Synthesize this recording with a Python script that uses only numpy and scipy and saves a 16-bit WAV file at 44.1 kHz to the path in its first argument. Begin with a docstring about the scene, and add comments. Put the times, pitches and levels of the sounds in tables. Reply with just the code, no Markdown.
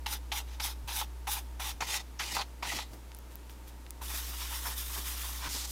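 """Brushing and balming a leather wallet

A small bristle brush sweeps seven times over the outside of the wallet, then three times over its inner
pockets. A cloth-wrapped finger picks up balm from a tin with sticky ticks, then rubs it into the leather.
Rubbing is random fibre slips through resonant filters; slaps and snaps are short filtered excitations.
A hollow room resonance near 900 Hz answers strokes, slaps and grips; hum, hiss and rumble lie under it, in mono."""
import sys
import numpy as np
from scipy import signal
from scipy.fft import rfft, irfft
from scipy.io import wavfile
from scipy.ndimage import uniform_filter1d

SR = 44100
rng = np.random.default_rng(int(sys.argv[2]) if len(sys.argv) > 2 else 0)


def generate_wav(signal):
    """Clip the signal to [-1, 1] and save it as 16-bit WAV at the path in sys.argv[1]."""
    frames = np.transpose(np.atleast_2d(signal))
    scaled = np.clip(frames, -1, 1) * 32767
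    pcm = np.round(scaled).astype(np.int16)
    wavfile.write(sys.argv[1], SR, pcm)


N = 252115

TIME = np.arange(N) / SR  # s
TAPS = 8192  # filter design length, samples
HZ = np.fft.rfftfreq(TAPS, 1 / SR)
LAND_S = .006  # the fibres touch down
# spectrum of the cloth's contact: frequency_hz, relative density_db (per Hz)
CLOTH_SPECTRUM = [(650, -23), (1100, -1), (1640, -3.5), (1790, 1.5), (2070, -3.5), (3660, 2.5),
                  (4140, -2.5), (5440, 1), (7380, -3), (14100, -1.5), (15200, -4), (15900, -12),
                  (16500, -42)]


def amp(db):
    """Level law: decibels to amplitude ratio."""
    return 10 ** (np.asarray(db) / 20)


def evened(x):
    """Power normalization: scales to rms 1."""
    return x / np.sqrt(np.mean(x ** 2) + 1e-20)


def shape(points, modes=()):
    """Resonance on a continuum: a smooth spectrum, in log frequency, multiplied by resonant bumps."""
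    hz, db = np.transpose(points)
    bumps = sum(lift / (1 + (2 * (HZ - f) / width) ** 2) for f, width, lift in modes)
    return amp(np.interp(np.log(HZ + 1), np.log(hz), db) + bumps)


def colour(x, gain):
    """Minimum-phase filtering that keeps the power of white input: resonances ring after their excitation."""
    cepstrum = irfft(np.log(np.maximum(evened(gain), 1e-4)))
    # folding the cepstrum onto positive times makes the filter causal
    cepstrum[1:] *= 2 * (np.arange(1, TAPS) < TAPS / 2)
    impulse_response = irfft(np.exp(rfft(cepstrum)))[:TAPS // 2]
    return signal.oaconvolve(x, impulse_response)[:len(x)]


def grains(per_s):
    """Shot noise: tiny slips of single fibres at random moments, of random size and sign."""
    slipping = rng.random(N) < per_s / SR
    return evened(rng.standard_normal(N) * slipping)


def flutter(rate_hz, depth_db):
    """Stick-slip modulation: a gain of mean power 1 wanders at random as fibres stick and let go."""
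    lowpass = signal.butter(2, rate_hz, fs=SR, output="sos")
    slow = signal.sosfilt(lowpass, rng.standard_normal(N))
    return evened(amp(depth_db * evened(slow)))


def burst(s, length):
    """Transient envelope: a push swells to 1 at length / e and dies away, with an area equal to its length."""
    u = np.maximum(TIME - s, 0) / max(length, 1e-4) * np.e
    return u * np.exp(1 - u)


def hum(blend_s=0.0029):
    """Superposed sinusoids: mains hum whose level and phase step, each step making a soft low bump."""
    mains_hz = 60
    # fundamental: start_s, rms_db
    hum_steps = [(0, -41.5), (.845, -42), (1.746, -46), (2.02, -46), (2.913, -47.5), (4.013, -41.3),
                 (5.482, -42.5)]
    # overtones: frequency_hz, rms_db
    hum_overtones = [(120, -66.5), (300, -69)]
    starts, db = np.transpose(hum_steps)
    phasors = amp(db) * np.exp(2j * np.pi * rng.random(len(db)))
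    held = phasors[np.maximum(np.searchsorted(starts, TIME, side="right") - 1, 0)]
    for _ in range(2):
        held = uniform_filter1d(held, max(round(blend_s * SR), 1))
    fundamental = (held * np.exp(2j * np.pi * mains_hz * TIME)).real
    overtones = sum(amp(level) * np.sin(2 * np.pi * (hz * TIME + rng.random()))
                    for hz, level in hum_overtones)
    return np.sqrt(2) * (fundamental + overtones)  # sqrt(2) turns rms into peak


def room(hiss_db=-56, rumble_db=-63):
    """Stationary noise: steady hiss with the room's resonances, over a faint rumble."""
    # frequency_hz, relative density_db (per Hz)
    hiss_spectrum = [(76, -28.5), (130, -6), (270, -4), (774, -11.5), (928, -7.5), (1030, -13), (1280, -12),
                     (1390, -14.5), (1600, -15), (3130, -19), (5520, -21), (14900, -24.5), (16500, -41)]
    rumble_spectrum = [(12, -13), (30, 7), (55, 2), (110, -4.5), (170, -15), (300, -54), (1000, -70)]
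    # room resonances: frequency_hz, width_hz, lift_db
    room_modes = [(337, 92, 2.5), (910, 84, 5)]
    hiss = colour(rng.standard_normal(N), shape(hiss_spectrum, room_modes))
    rumble = colour(rng.standard_normal(N), shape(rumble_spectrum))
    return amp(hiss_db) * hiss + amp(rumble_db) * rumble


def sweep(strokes, ring_below_db):
    """Speed-dependent friction: rasp, fizz and ring levels as the hand lands, speeds up, slows and lifts."""
    lift_db_per_s = 605
    trail_db, trail_db_per_s = -14.5, 150  # a faint rustle trails each stroke
    fizz_power, ring_power = 1.47, 0.35  # how steeply fizz and hollow ring follow the speed
    level = np.zeros((3, N))
    for start, length, fastest, db, swell_db, fizz_db in strokes:
        t = TIME - start
        phase = np.interp(t, [0, min(fastest, .95 * length), length], [0, np.pi / 2, np.pi])
        speed = amp(-swell_db * np.cos(phase) ** 2)
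        lifted = np.maximum(t - length, 0)
        release = np.maximum(amp(-lift_db_per_s * lifted), amp(trail_db - trail_db_per_s * lifted))
        contact = amp(db) * np.clip(t / LAND_S, 0, 1) * release
        fizz = amp(fizz_db) * speed ** fizz_power
        ring = amp(ring_below_db) * speed ** ring_power
        level += contact * np.array([speed, fizz, ring])
    return level


def shimmer(x, depth_db, hold_s=.045, width_hz=260):
    """Time-frequency modulation: narrow bands of the hiss come and go at random."""
    window, hop = 512, 128  # samples
    z = signal.stft(x, nperseg=window, noverlap=window - hop)[2]
    frames, bins = hold_s * SR / hop, width_hz * window / SR
    patches = uniform_filter1d(rng.standard_normal(z.shape), max(round(bins), 1), axis=0)
    patches = evened(uniform_filter1d(patches, max(round(frames), 1), axis=1))
    patchy = z * evened(amp(depth_db * patches))
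    return signal.istft(patchy, nperseg=window, noverlap=window - hop)[1][:N]


def room_ring(drive, focus, tuning=1):
    """Forced resonance: the room's hollow answer; low focus broadens it, tuning scales its pitches."""
    # before focus and tuning: frequency_hz, relative density_db (per Hz)
    ring_spectrum = [(200, -22.5), (330, -24), (450, -16.5), (620, -13), (720, -6.5), (820, 2), (930, -1),
                     (1080, -7.5), (1350, -9.5), (1900, -25.5), (3500, -46.5)]
    tuned = [(hz * tuning, db) for hz, db in ring_spectrum]
    return colour(drive, shape(tuned) ** focus)


def rub(level, spectrum, slips_per_s, flutter_db, judder_db, patchy_db, rasp_db, fizz_db, focus,
        tuning=1, split_hz=7400):
    """Stick-slip friction: bent fibres rasp, light tips fizz, and a hollow resonance answers their drag."""
    # resonances that colour all rubbing: frequency_hz, width_hz, lift_db
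    leather_modes = [(2110, 160, 1), (2417, 82, 3.5), (3620, 400, 1), (4940, 140, 2), (5750, 250, 0)]
    rasp, fizz, ring = level * flutter(33, flutter_db)
    gain = shape(spectrum, leather_modes)
    low_share = 1 / (1 + (HZ / split_hz) ** 8)  # share of power below the split
    rasp_slips = rasp * shimmer(grains(slips_per_s), patchy_db)
    fizz_slips = fizz * shimmer(grains(2 * slips_per_s), patchy_db)
    sound = amp(rasp_db) * colour(rasp_slips, gain * np.sqrt(low_share))
    sound += amp(fizz_db) * colour(fizz_slips, gain * np.sqrt(1 - low_share))
    judder = ring * flutter(74, judder_db) * grains(slips_per_s)
    return sound + room_ring(judder, focus, tuning)


def brush():
    """Friction noise of bristles: short bright strokes outside, longer and duller ones on the pockets."""
    # start_s, length_s, fastest_s (after start), relative rasp_db, swell_db, fizz_db (against rasp)
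    outer_strokes = [ (.06, 0.098, 0.083, -35, 7.5, -3), (.318, 0.083, 0.069, -34, 6, -4.5),
                     (.47, 0.098, 0.073, -51, 9.6, -11), (.598, 0.12, 0.051, -36, 7.7, -2),
                     (.872, 0.16, 0.13, -35, 7.7, -2.5), (1.27, 0.12, 0.05, -35, 6, 0.5),
                     (1.595, 0.12, 0.093, -36.5, 3.3, -5)]
    inner_strokes = [ (1.805, 0.2, 0.16, -32, 9.7, -5), (2.192, 0.22, 0.16, -34.5, 5.7, -6),
                     (2.625, 0.2, 0.11, -36, 4.2, -7.5)]
    # frequency_hz, relative density_db (per Hz)
    outer_spectrum = [(650, -50), (1100, -4), (1480, -4.5), (2120, -2.5), (2400, -3.5), (2850, -1.5),
                      (3660, 2.5), (4480, -4), (5950, -1.5), (7380, -9.5), (11100, -7.5), (14200, -10),
                      (15200, -10), (15900, -22), (16500, -51)]
    inner_spectrum = [(650, -28), (1100, -13), (1270, -21), (1550, -11), (1730, -6), (1920, 4), (2250, -2),
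                      (2520, 2), (3260, 0.5), (5370, -1), (6090, -2.5), (9910, -15), (11100, -13.5),
                      (15600, -20.5), (16500, -41)]
    outer = rub(sweep(outer_strokes, ring_below_db=-12.5), outer_spectrum, slips_per_s=14000,
                flutter_db=1.0, judder_db=3.0, patchy_db=2.5, rasp_db=-3.0, fizz_db=-0.5,
                focus=1.25, tuning=1.023)
    inner = rub(sweep(inner_strokes, ring_below_db=-13), inner_spectrum, slips_per_s=15000,
                flutter_db=1.6, judder_db=1.5, patchy_db=3.0, rasp_db=-2.5, fizz_db=0, focus=0.67)
    return outer + inner


def slaps(hits_per_s=7000, slap_db=-5, ring_db=-4, shut_focus=1.38, open_focus=0.92, tuning=1.013,
          width_hz=1400, lift_db=6):
    """Impact excitation: tufts land or catch on an edge, each spot with its own pitch and a hollow ring."""
    opened_s = 1.75  # with the wallet opened, the ring is broader
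    # start_s, relative slap_db, relative hollow_ring_db, length_s, pitch_hz
    slap_events = [ (0.06, -27, -32, 0.011, 3530), (0.3163, -27, -32, 0.014, 3460),
                   (0.5976, -28.5, -32.5, 0.01, 3780), (0.877, -38.5, -39.5, 0.046, 3310),
                   (1.0106, -35, -28.5, 0.014, 3510), (1.269, -34.5, -30, 0.018, 2000),
                   (1.361, -37.5, -39, 0.023, 1400), (1.5936, -40, -35.5, 0.021, 1300),
                   (1.805, -30, -29.5, 0.013, 1590), (1.818, -31.5, -28.5, 0.014, 1500),
                   (1.939, -28, -46, 0.014, 2600), (2.192, -29, -39.5, 0.031, 1480),
                   (2.3654, -29.5, -22.5, 0.0093, 1340), (2.386, -45, -29.5, 0.019, 3860),
                   (2.407, -30.5, -37.5, 0.017, 4120), (2.6233, -32.5, -30.5, 0.012, 2140),
                   (2.646, -35, -37, 0.018, 2500), (2.716, -42, -30.5, 0.012, 1600),
                   (2.785, -34.5, -31, 0.01, 1800)]
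    # frequency_hz, relative density_db (per Hz)
    slap_spectrum = [(590, -17.5), (1000, -4), (1640, 3), (2500, 6), (3900, 1), (6530, -2.5), (7880, -12),
                     (11500, -9.5), (15400, -23), (15900, -34), (16500, -87)]
    out, strikes, shoves = np.zeros(N), grains(hits_per_s), grains(hits_per_s)
    for s, db, hollow_db, length, pitch in slap_events:
        part = slice(round(s * SR), round(s * SR) + TAPS)
        push = burst(s, length)[part]
        spot = shape(slap_spectrum, [(pitch, width_hz, lift_db)])
        focus = shut_focus if s < opened_s else open_focus
        out[part] += amp(db + slap_db) * colour(push * strikes[part], spot)
        out[part] += amp(hollow_db + ring_db) * room_ring(push * shoves[part], focus, tuning)
    return out


def zips(width_hz=1100):
    """Band-limited slip noise: tufts drag over a pocket edge or seam and hiss around one pitch."""
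    # start_s, level_db, length_s, pitch_hz
    zip_events = [(0.615, -38.5, 0.033, 5100), (1.804, -36.5, 0.011, 6260), (2.189, -41, 0.015, 5650),
                  (2.384, -38.5, 0.026, 4120), (2.779, -44, 0.043, 3850)]
    out, skips = np.zeros(N), grains(9000)
    for s, db, length, pitch in zip_events:
        part = slice(round(s * SR), round(s * SR) + TAPS)
        band = 1 / (1 + ((HZ - pitch) / width_hz) ** 2) ** 2
        out[part] += amp(db) * colour((burst(s, length) * skips)[part], band)
    return out


def nudges():
    """Low-frequency transients: the hand presses down and the wallet or tin shifts with a dull bump."""
    # start_s, level_db, length_s
    nudge_events = [(2.32, -52, 0.054), (2.658, -53.5, 0.063), (2.728, -48, 0.046), (2.906, -50.5, 0.068),
                    (4.132, -47.5, 0.026), (4.278, -51, 0.023), (4.67, -50, .04), (4.968, -49.5, 0.033),
                    (5.448, -50.5, 0.058), (5.539, -49.5, .04)]
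    # frequency_hz, relative density_db (per Hz)
    nudge_spectrum = [(70, -16), (120, -2), (200, -8), (320, -1), (480, -10), (800, -11.5), (2000, -30)]
    push = sum(amp(db) * burst(s, length) for s, db, length in nudge_events)
    return colour(push * rng.standard_normal(N), shape(nudge_spectrum))


def balm(after_s=0.0021, after_db=-25, width_hz=2200, body_db=-15):
    """Impulse response: threads of balm snap and the tin ticks as the cloth dabs and lifts."""
    # the cloth dabs in the balm: start_s, level_db, length_s
    dabs = [(2.929, -52.5, 0.017), (3.305, -57, .03), (3.49, -58, 0.043), (3.667, -55, 0.036)]
    # ticks of balm and tin: start_s, level_db, pitch_hz (nominal band centre)
    ticks = [(2.9345, -32, 1700), (3.1183, -28, 1900), (3.1483, -24, 10000), (3.168, -33, 13500),
             (3.1885, -27, 14000), (3.3562, -20.5, 14600), (3.4968, -28.5, 1900), (3.5, -34, 13000),
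             (3.679, -33, 2000), (3.683, -30, 12500), (3.8653, -28.5, 2400), (3.9067, -19, 9500),
             (3.9075, -22, 14000)]
    # the tin under every tick: frequency_hz, relative gain_db
    tick_body = [(500, -30), (1200, -1), (3500, -6), (5800, -2), (7500, -13), (16000, -22)]
    push = sum(amp(db) * burst(s, length) for s, db, length in dabs)
    out = colour(push * grains(3000), shape(CLOTH_SPECTRUM))
    t = TIME[:TAPS]
    for s, db, pitch in ticks:
        tail = amp(after_db) * np.exp(-t / after_s) * rng.standard_normal(TAPS)
        snap = (t == 0) + tail  # one impulse, then decaying noise
        band = HZ / (HZ + 1000) / (1 + ((HZ - pitch) / width_hz) ** 2)
        band += amp(body_db) * shape(tick_body)
        out[round(s * SR):][:TAPS] += amp(db) * colour(snap, band)
    return out


def circles():
    """Power addition: rasp and fizz swell above a steady drag with every push; the ring stays level."""
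    drag_db, ring_db = -50.5, -57.5  # relative
    # the cloth stays on the leather: start_s, end_s
    circling_s = (4.012, 5.49)
    # pushes of the circling cloth: fastest_s, relative rasp_db, relative fizz_db, half_width_s (to 1/e power)
    pushes = [ (4.04, -47.5, -47.5, 0.032), (4.161, -40.5, -40, 0.064), (4.31, -46, -45.5, 0.077),
              (4.43, -41, -44, 0.046), (4.55, -41.5, -41.5, 0.049), (4.68, -41.5, -39.5, 0.048),
              (4.8, -42.5, -38.5, 0.027), (4.87, -46.5, -42.5, 0.065), (4.969, -41.5, -41, 0.045),
              (5.09, -41, -39, .037), (5.22, -43.5, -42, 0.064), (5.34, -44.5, -44.5, 0.062),
              (5.455, -40.5, -51, 0.034)]
    touching = np.clip(np.minimum(TIME - circling_s[0], circling_s[1] - TIME) / LAND_S, 0, 1)
    power = amp([[drag_db], [drag_db], [ring_db]]) ** 2 * np.ones(N)
    for s, rasp_db, fizz_db, width in pushes:
        power[:2] += amp([[rasp_db], [fizz_db]]) ** 2 * np.exp(-((TIME - s) / width) ** 2)
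    return touching * np.sqrt(power)


def cloth(scrape_db=-7, scrape_hz=1600, scrape_width_hz=900):
    """Dense stick-slip: soft fibres give a finer hiss; where they grip, a scrape and a hollow ring sound."""
    # flatter wipes: start_s, length_s, fastest_s (after start), relative rasp_db, swell_db,
    # fizz_db (against rasp)
    wipes = [ (5.485, 0.17, 0.06, -37.5, 3, -5), (5.668, .08, 0.047, -44, 7.4, 2)]
    # frequency_hz, relative density_db (per Hz)
    wipe_spectrum = [(650, -49), (1100, -5), (1560, -4), (1710, -8), (1940, -2), (2430, -4), (3570, 1),
                     (5500, 3), (14900, 2), (15900, -12), (16500, -38)]
    # the cloth grips the waxy leather: start_s, relative level_db, length_s
    catches = [ (4.01, -47, 0.019), (4.095, -45.5, 0.035), (4.33, -48.5, 0.023), (4.41, -49, 0.033),
               (4.505, -45.5, 0.041), (4.645, -40.5, 0.039), (4.705, -46, 0.02), (4.895, -50, 0.026),
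               (4.955, -46, 0.029), (5.06, -62, 0.033), (5.225, -47, 0.039), (5.415, -45, 0.05),
               (5.454, -44, 0.024), (5.549, -47, 0.028)]
    circling = rub(circles(), CLOTH_SPECTRUM, slips_per_s=20000, flutter_db=0.93, judder_db=4,
                   patchy_db=2.2, rasp_db=-1.5, fizz_db=-1.5, focus=0.66, tuning=1.09)
    wiping = rub(sweep(wipes, ring_below_db=-20), wipe_spectrum, slips_per_s=30000, flutter_db=0.5,
                 judder_db=2.0, patchy_db=-0.5, rasp_db=-1, fizz_db=0, focus=0.82)
    grip = sum(amp(db) * burst(s, length) for s, db, length in catches)
    highpass = HZ ** 2 / (HZ ** 2 + scrape_hz ** 2)
    band = highpass / (1 + ((HZ - scrape_hz) / scrape_width_hz) ** 2)
    scrape = amp(scrape_db) * colour(grip * grains(6000), band)
    ring = room_ring(grip * grains(12000), focus=1.02, tuning=1.116)
    return circling + wiping + scrape + ring


def scene():
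    """Linear superposition: all sources add to one signal, which feeds both channels."""
    mono = hum() + room() + brush() + slaps() + zips() + nudges() + balm() + cloth()
    return np.array([mono, mono])


def record(dry):
    """Band limiting: a linear-phase low-pass forms the recorder's upper edge."""
    edge_hz = 16050
    lowpass = signal.firwin(511, edge_hz, window=("kaiser", 9), fs=SR)
    return signal.oaconvolve(dry, lowpass[None], "same")


dry = scene()
out = record(dry)
generate_wav(out)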